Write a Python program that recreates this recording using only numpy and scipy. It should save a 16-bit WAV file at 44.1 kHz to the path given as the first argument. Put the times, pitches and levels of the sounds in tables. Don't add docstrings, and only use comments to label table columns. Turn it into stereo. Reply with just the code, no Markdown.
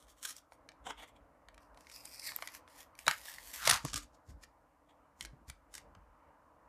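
import sys
import numpy as np
from scipy import signal
from scipy.fft import rfft, irfft, next_fast_len
from scipy.io import wavfile
from scipy.ndimage import uniform_filter1d

SR = 44100
rng = np.random.default_rng(int(sys.argv[2]) if len(sys.argv) > 2 else 0)


def output_pcm(signal):
    pcm = np.clip(np.atleast_2d(signal).T, -1, 1) * 32767
    wavfile.write(sys.argv[1], SR, np.round(pcm).astype(np.int16))


N = 294971
TIME = np.arange(N) / SR


def rip(pocket_db=-6):
    # frequency in Hz, gain in dB.
    rip_tone = [(71, -33), (120, -7.5), (223, -10.5), (362, -27.5), (451, -11), (609, -17), (715, -2),
                (1050, -7), (1160, 2), (1840, 1.5), (2800, -2), (4100, -0.5), (4720, -0.5), (10300, -6.5),
                (14500, -14)]
    # shut pitch in Hz, open pitch in Hz, width in Hz, exponent of the glide.
    slit = (1800, 1050, 800, .3)
    tear = friction("rip", rip_tone, hiss=.35, spread_db=3, slips_per_s=2200)
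    return tear + undb(pocket_db) * air_pocket(effort("rip"), *slit, follow=.72)


def squeak(start_s=3.697, length_s=.007, start_hz=7000, end_hz=10600, db=-20):
    out, progress = np.zeros(N), np.linspace(0, 1, int(length_s * SR))
    hz = end_hz + (start_hz - end_hz) * (1 - progress) ** 2
    chirp = np.sin(2 * np.pi * np.cumsum(hz) / SR)
    add(out, start_s, undb(db) * np.sin(np.pi * progress) * chirp)
    return out


def cracks(level_db=-7, facet_db=-2, ring_db=-16, rise_s=.00045, decay_s=.0018):
    # start in seconds, relative level in dB, low and top bands in dB against the middle band,
    # facet pitch in Hz.
    creases = [(.2495, -31, -26, -14, 6800), (.3056, -38, -30, 5, 6840), (.365, -48, -21, 15, 9470),
               (.5207, -49, 12, -23, 970), (.689, -34.5, -14, -22, 1850), (.7176, -48, -16, -21, 3000),
               (.9065, -32, 5, -12, 1800), (1.4855, -43, 3, -9, 1830), (1.5439, -49.5, -8, -2, 1860),
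               (1.5784, -43, 0, -13, 1830), (1.7734, -45.5, 4, -5, 2220), (1.8074, -48, -20, 2, 4790),
               (1.8689, -42, -22, -8, 2150), (1.898, -41.5, -19, -4, 2330), (1.915, -42.5, -8, 1, 2110),
               (2.0538, -39.5, -30, 11, 5040), (2.3187, -33, 1, -16, 1840), (2.3618, -37, 1, 6, 9310),
               (2.3877, -45.5, 14, -4, 2080), (2.4232, -28, 3, -5.5, 2140), (2.4739, -28.5, -16, 0, 2010),
               (2.4862, -36, -28, -19, 2250), (2.6774, -46.5, 3, -24, 2420), (2.9523, -48, -8, -4.5, 4500),
               (2.9896, -35.5, -22, 2, 2390), (3.0664, -26, -6, -2, 3870), (3.0795, -9, 0, -4.5, 2260),
               (3.1112, -16.5, -12, -6, 1820), (3.3845, -39, -4, -10, 1935), (3.8495, -33, 10, 10, 1120),
               (3.8836, -35, -19, -16, 1430), (4.4366, -39.5, -12, -14, 1870),
               (5.2088, -25.5, -30, -4.5, 3100), (5.2497, -31, -30, -6.5, 1660),
               (5.2558, -39, -27, 1, 4200), (5.4988, -31, -20, -1, 9110), (5.7795, -35, -25, 1, 2770),
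               (5.9503, -49.5, 8, -17, 1360)]
    bands_hz = [(600, 1420), (1300, 5770), (6000, 11000)]
    out, t = np.zeros(N), TIME[:SR // 16]
    burst = np.exp(-t / decay_s) * (1 - np.exp(-t / rise_s))
    burst_rms = np.sqrt(np.mean(burst ** 2))
    for start, db, low_db, top_db, facet_hz in creases + faint_cracks():
        low, mid, top = (unit(band(rng.standard_normal(len(t)) * burst, *edges)) for edges in bands_hz)
        fibres = (undb(low_db) * low + mid + undb(top_db) * top) * burst_rms
        facet = undb(facet_db) * burst * np.sin(2 * np.pi * facet_hz * t)
        add(out, start, undb(db + level_db) * (fibres + facet + undb(ring_db) * pack_ring(t)))
    return out


def faint_cracks(db=-57, scatter_db=2, low_db=-6, top_db=-6, facet_hz=1900, count=3):
    fumbles = [(0, .22), (1.6, 1.86)]
    rows = []
    for start, end in fumbles:
        for k in range(count):
            moment = start + (end - start) * (k + rng.random()) / count
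            rows.append((moment, db + scatter_db * rng.standard_normal(), low_db, top_db, facet_hz))
    return rows


def pack_ring(t, detune=.037):
    # frequency in Hz, time to fall 60 dB in seconds, relative level in dB.
    pack_modes = [(1144, 0.022, -7), (1610, 0.033, -4), (1898, 0.049, 1), (2277, .025, 7.5),
                  (3010, 0.048, -5), (3996, .02, -2), (4400, 0.012, -8.5)]
    hz, t60, db = np.transpose(pack_modes)[:, :, None]
    hz = hz * (1 + detune * rng.standard_normal(hz.shape))
    return np.sum(undb(db - 60 * t / t60) * np.sin(2 * np.pi * hz * t), axis=0)


def pops():
    # start in seconds, level in dB, pitch in Hz, rise time in seconds.
    buckles = [(0.2508, -35.5, 1560, 0.0016), (2.3622, -23.5, 13300, 0.00047), (3.0665, -34, 3830, .0012),
               (3.0794, -15.5, 1300, .0007), (3.084, -25.5, 4020, 0.0014), (3.1111, -23, 1800, 0.00082),
               (3.283, -41.5, 1750, 0.0019), (3.3835, -38, 1935, 0.001), (3.6745, -23, 620, .0015),
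               (3.7272, -21, 1370, 0.00053)]
    out, t = np.zeros(N), TIME[:SR // 16]
    for start, db, hz, rise_s in buckles:
        envelope = t / rise_s * np.exp(1 - t / rise_s)
        add(out, start, -undb(db) * envelope * np.sin(2 * np.pi * hz * t))
    return out


def pry(rasp_db=-1, pocket_db=-10.5, upper_ratio=2.15, upper_width_hz=1500):
    # frequency in Hz, gain in dB.
    pry_tone = [(400, -38), (1000, -9), (1550, -14), (2000, 0), (2600, -4), (3000, -11.5), (3800, -7),
                (5000, 6.5), (6500, -4.5), (8500, -0.5), (11000, -2.5), (14000, -4.5)]
    # shut pitch in Hz, open pitch in Hz, width in Hz, exponent of the glide.
    slit = (2650, 1850, 550, 1.05)
    shut_hz, open_hz, _, bend = slit
    rasp = friction("pry", pry_tone, hiss=.6, spread_db=2.8)
    press = effort("pry")
    upper = air_pocket(press, upper_ratio * shut_hz, upper_ratio * open_hz, upper_width_hz, bend)
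    lower = air_pocket(press, *slit)
    fits = unit(undb(3.5 * walk(120)))
    return undb(rasp_db) * rasp + undb(pocket_db) * fits * (lower + upper)


def peel():
    # frequency in Hz, gain in dB.
    peel_tone = [(300, -26), (500, -7), (800, -1.5), (1200, -4.5), (1500, -4), (1850, 6), (2400, -1),
                 (3100, -0.5), (3800, -2), (5500, -0.5), (7000, -1.5), (10000, -2), (14000, -1)]
    part_tone = [(180, -45), (300, 2.5), (370, -14), (744, -10.5), (1030, -23), (1150, -1), (1820, -9.5),
                 (6140, -3), (6760, -2), (14500, -20.5)]
    peeling = friction("peel", peel_tone, hiss=.7, spread_db=3.3)
    return peeling + friction("part", part_tone, hiss=.6, spread_db=3)


def rub():
    # frequency in Hz, gain in dB.
    scrape_tone = [(600, -33.5), (1150, -3.5), (1600, -2.5), (2000, -3), (2600, -7), (3300, 3.5),
                   (4600, -5.5), (6500, 2), (9500, -1), (12000, -7), (14500, -1)]
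    thumb_tone = [(100, -11), (350, 0.5), (750, 2), (1100, 2), (1400, -7), (1900, -5.5), (2500, -10),
                  (3200, 0), (4200, -18), (5600, -20.5), (7200, -12), (10000, -22), (14000, -29)]
    finger_tone = [(150, -11), (500, -6), (750, -0.5), (1400, -13), (1750, -7.5), (2200, -3.5),
                   (2600, -11.5), (3350, -2.5), (4000, -15), (5000, -23.5), (7000, -18), (14000, -28.5)]
    scrapes = friction("scrape", scrape_tone, hiss=.96, spread_db=4.5)
    thumb = friction("thumb", thumb_tone, hiss=.8, spread_db=2)
    finger = friction("finger", finger_tone, hiss=.8, spread_db=3.5)
    return scrapes + thumb + finger


def brush():
    # frequency in Hz, gain in dB.
    brush_tone = [(600, -36), (1700, 1.5), (3000, -6), (5000, -3), (7000, 0.5), (10000, -7), (14000, -10.5)]
    return friction("brush", brush_tone, hiss=1.0, spread_db=3.8)


def friction(kind, tone, hiss, spread_db, slips_per_s=1500, surge_s=.007):
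    # kind of friction, moment a bundle lets go in seconds, level in dB.
    surges = [("scrape", .2535, -35), ("pry", 1.962, -44), ("pry", 2.197, -40), ("brush", 5.742, -45),
              ("brush", 5.753, -41.5), ("rip", 3.6762, -19.5), ("rip", 3.6957, -18.5), ("rip", 3.6995, -20),
              ("rip", 3.7108, -21.5), ("rip", 3.714, -21), ("rip", 3.742, -28.5), ("part", 3.934, -37),
              ("part", 3.9425, -30), ("part", 3.9605, -31), ("part", 3.978, -35)]
    press = effort(kind)
    moving = press > 0
    sizes = undb(spread_db * np.minimum(rng.exponential(size=N), 5))
    slips = (rng.random(N) < slips_per_s / SR) * sizes * rng.choice([-1, 1], N)
    force = np.zeros(N)
    force[moving] = unit(unit(slips[moving]) + hiss * rng.standard_normal(N)[moving])
    force *= press * undb(1.6 * walk(250))
    bundles, window = np.zeros(N), signal.windows.hann(int(surge_s * SR))
    for surge_kind, centre_s, db in surges:
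        if surge_kind == kind:
            add(bundles, centre_s - surge_s / 2, undb(db) * window)
    force += bundles * rng.standard_normal(N)
    filter_gain = np.linalg.norm(colour(signal.unit_impulse(SR // 16), tone))
    return colour(force, tone) / filter_gain


def effort(kind):
    # kind of friction, peak time in seconds, level in dB, rise and fall in seconds.
    strokes = [("scrape", .025, -64, .08, .05), ("scrape", .1, -63, .04, .06),
               ("scrape", .185, -64, .025, .05), ("scrape", .234, -46.5, .019, .025),
               ("scrape", .252, -40, .03, .033), ("scrape", .295, -44, .04, .05),
               ("scrape", .378, -55, .04, .032), ("scrape", .535, -69, .03, .03),
               ("scrape", 1.085, -66, .025, .025), ("thumb", .872, -44.5, .025, .035),
               ("thumb", .903, -44, .025, .025), ("finger", .99, -54, .026, .05),
               ("finger", 1.033, -50.5, .05, .03), ("finger", 1.09, -64, .03, .025),
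               ("finger", 1.165, -67, .02, .02), ("pry", 1.62, -74, .05, .09), ("pry", 1.82, -69, .08, .12),
               ("pry", 1.96, -54, .1, .09), ("pry", 2.15, -53.5, .24, .22),
               ("pry", 2.275, -41.5, .075, .06), ("pry", 2.35, -57, .04, .05), ("peel", 2.45, -56, .16, .1),
               ("peel", 2.562, -52, .08, .035), ("peel", 2.705, -63.5, .035, .1),
               ("peel", 2.805, -54, .08, .055), ("peel", 3.0, -57, .03, .09),
               ("peel", 3.09, -44.5, .035, .11), ("peel", 3.28, -49, .17, .2), ("peel", 3.5, -54, .35, .1),
               ("peel", 3.533, -44, .006, .19), ("rip", 3.675, -33.5, .068, .06),
               ("rip", 3.735, -32.5, .04, .055), ("part", 3.87, -49, .05, .08),
               ("part", 3.972, -45.5, .045, .055), ("part", 4.03, -55, .012, .028),
               ("part", 4.15, -69, .025, .022), ("brush", 4.3, -64.5, .04, .04),
               ("brush", 4.437, -56, .025, .016), ("finger", 4.9, -70, .03, .035),
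               ("brush", 5.225, -57.5, .045, .042), ("brush", 5.486, -59, .018, .036),
               ("brush", 5.755, -52.5, .032, .055)]
    return np.sqrt(sum(swell(*stroke) ** 2 for name, *stroke in strokes if name == kind))


def swell(peak_s, db, rise_s, fall_s, depth_db=20, roundness=1.25):
    away = np.maximum((peak_s - TIME) / rise_s, (TIME - peak_s) / fall_s)
    near = away < 3
    gain = np.zeros(N)
    gain[near] = undb(db - depth_db * away[near] ** roundness)
    return gain


def air_pocket(press, shut_hz, open_hz, width_hz, bend, follow=1):
    opening = (np.cumsum(press) / press.sum()) ** bend
    hz = shut_hz * (open_hz / shut_hz) ** opening
    phase = 2 * np.pi * np.cumsum(hz) / SR
    envelope = press.max() * (press / press.max()) ** follow
    return np.sqrt(2) * walk(width_hz) * np.sin(phase) * envelope


def flex(x, depth_db=2.4, hi_hz=14000, count=30):
    size = next_fast_len(N)
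    log_hz = np.log(np.maximum(np.fft.rfftfreq(size, 1 / SR), 1))
    centres = np.linspace(np.log(700), np.log(hi_hz), count)
    spectrum, out = rfft(x, size), np.zeros(N)
    for share in np.eye(count):
        one_band = irfft(spectrum * np.interp(log_hz, centres, share), size)[:N]
        out += one_band * undb(depth_db * walk(12))
    return out


def thumps(roughness=.56, decay_cycles=1.9):
    # start in seconds, level in dB, pitch in Hz.
    blows = [(.8, -58, 60), (.867, -37, 750), (1.195, -60, 58), (3.073, -36, 600), (3.079, -47.5, 160),
             (3.67, -44, 130), (3.701, -43, 127), (3.725, -45, 85), (3.841, -38.5, 139),
             (3.847, -33.5, 306), (3.93, -43, 110), (4.28, -45, 69), (5.326, -53, 140), (5.474, -51, 70),
             (5.961, -57, 85)]
    out, t = np.zeros(N), TIME[:SR // 3]
    for start, db, hz in blows:
        turbulence = unit(band(rng.standard_normal(len(t)), hz / 2, hz * 2))
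        swing = np.sin(2 * np.pi * hz * t) + roughness * turbulence
        age = 2 * t * hz / decay_cycles
        add(out, start, undb(db) * swing * age * np.exp(1 - age))
    return out


def arm_rumble(rest_db=-83, air_db=.5, skin_db=-11, uneven_db=3):
    # fastest moment in seconds, relative level in dB, rise and fall in seconds.
    swings = [(.05, -69, .3, .22), (1.0, -68, .35, .5), (1.55, -68, .35, .35), (3.35, -66, .5, .5),
              (3.94, -53, .35, .2), (4.35, -59, .07, .15), (5.22, -53, .08, .38), (5.98, -64, .7, .25)]
    stir = np.sqrt(undb(rest_db) ** 2 + sum(swell(*swing) ** 2 for swing in swings))
    air = unit(band(rng.standard_normal(N), 42, 62)) * undb(air_db + uneven_db * walk(14))
    skin = unit(band(rng.standard_normal(N), 130, 360, order=3)) * undb(skin_db + uneven_db * walk(25))
    return (air + skin) * stir


def room(x, t60_s=.19, wet_db=-15, gap_s=.004):
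    t = TIME[:SR // 2]
    tail = band(rng.standard_normal(len(t)), 600, 3800, order=1)
    tail *= np.exp(-np.log(1000) * t / t60_s) * (t > gap_s)
    return x + undb(wet_db) * signal.oaconvolve(x, tail / np.linalg.norm(tail))[:N]


def background(lift_db=2, waver_db=1, drone_hz=295, drone_db=-78, hiss_db=-87.5):
    # frequency in Hz, gain in dB.
    wash_tone = [(15, -34), (25, 5.5), (54, -7), (216, -20), (282, -9), (368, -15.5), (627, -9.5),
                 (697, -14), (1010, -9.5), (2080, -27), (2310, -29), (2570, -33.5), (3010, -33),
                 (3260, -43), (14500, -42)]
    # time in seconds, level in dB before the lift.
    wash_level = [(0, -70.5), (1.5, -69), (2.5, -65.5), (4.1, -70.5), (4.8, -71.5), (5.8, -68.5),
                  (6.25, -67), (6.5, -66), (6.69, -67)]
    wash = unit(band(colour(rng.standard_normal(N), wash_tone), 40, 3300, order=4))
    wash = flex(wash, depth_db=1.8, hi_hz=2500, count=7)
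    wash *= curve(wash_level) * undb(lift_db + waver_db * walk(9))
    drone = undb(drone_db) * walk(69) * np.sin(2 * np.pi * drone_hz * TIME)
    hiss = undb(hiss_db) * unit(band(rng.standard_normal(N), 2500, 13000, order=1))
    return wash + drone + hiss


def undb(db):
    return 10 ** (np.asarray(db) / 20)


def unit(x):
    return x / np.sqrt(np.mean(x ** 2))


def curve(rows):
    s, db = np.transpose(rows)
    return undb(np.interp(TIME, s, db)) * (TIME >= s[0]) * (TIME <= s[-1])


def band(x, lo_hz, hi_hz, order=2):
    edges = [lo_hz, min(hi_hz, SR / 2 - 1)]
    return signal.sosfilt(signal.butter(order, edges, "band", fs=SR, output="sos"), x)


def colour(x, tone, size=2048):
    hz, db = np.transpose(tone)
    f = np.maximum(np.fft.rfftfreq(size, 1 / SR), 1)
    gain = undb(np.interp(np.log(f), np.log(hz), db)) * np.minimum(f / hz[0], 1) ** 2
    cepstrum = irfft(np.log(gain))
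    cepstrum[1:size // 2] *= 2
    cepstrum[size // 2 + 1:] = 0
    return signal.oaconvolve(x, irfft(np.exp(rfft(cepstrum))))[:len(x)]


def walk(rate_hz):
    hold = int(SR / rate_hz)
    steps = np.repeat(rng.standard_normal(N // hold + 1), hold)
    return unit(uniform_filter1d(steps, hold)[:N])


def add(track, start_s, sound):
    i = max(int(start_s * SR), 0)
    track[i:i + len(sound)] += sound[:N - i]


def scene():
    # frequency in Hz, gain in dB of the side signal's first filter.
    width_tone = [(2500, -31), (4400, -15.5), (8000, -3.5), (14000, -7)]
    handling = flex(rub() + pry() + peel() + brush())
    pack = handling + rip() + squeak() + cracks() + pops()
    mid = room(pack) + thumps() + arm_rumble() + background()
    decorrelated = colour(mid, width_tone) * walk(900)
    side = colour(decorrelated, [(2800, -39), (3800, -8), (14000, 1.5)])
    return np.array([mid + side, mid - side])


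def record(dry, notch_hz=379, notch_q=5, bass_hz=38, top_hz=14400):
    dry = signal.lfilter(*signal.iirnotch(notch_hz, notch_q, SR), dry)
    dry = signal.sosfilt(signal.butter(4, bass_hz, "high", fs=SR, output="sos"), dry)
    return signal.sosfilt(signal.ellip(10, .2, 70, top_hz, fs=SR, output="sos"), dry)


dry = scene()
out = record(dry)
output_pcm(out)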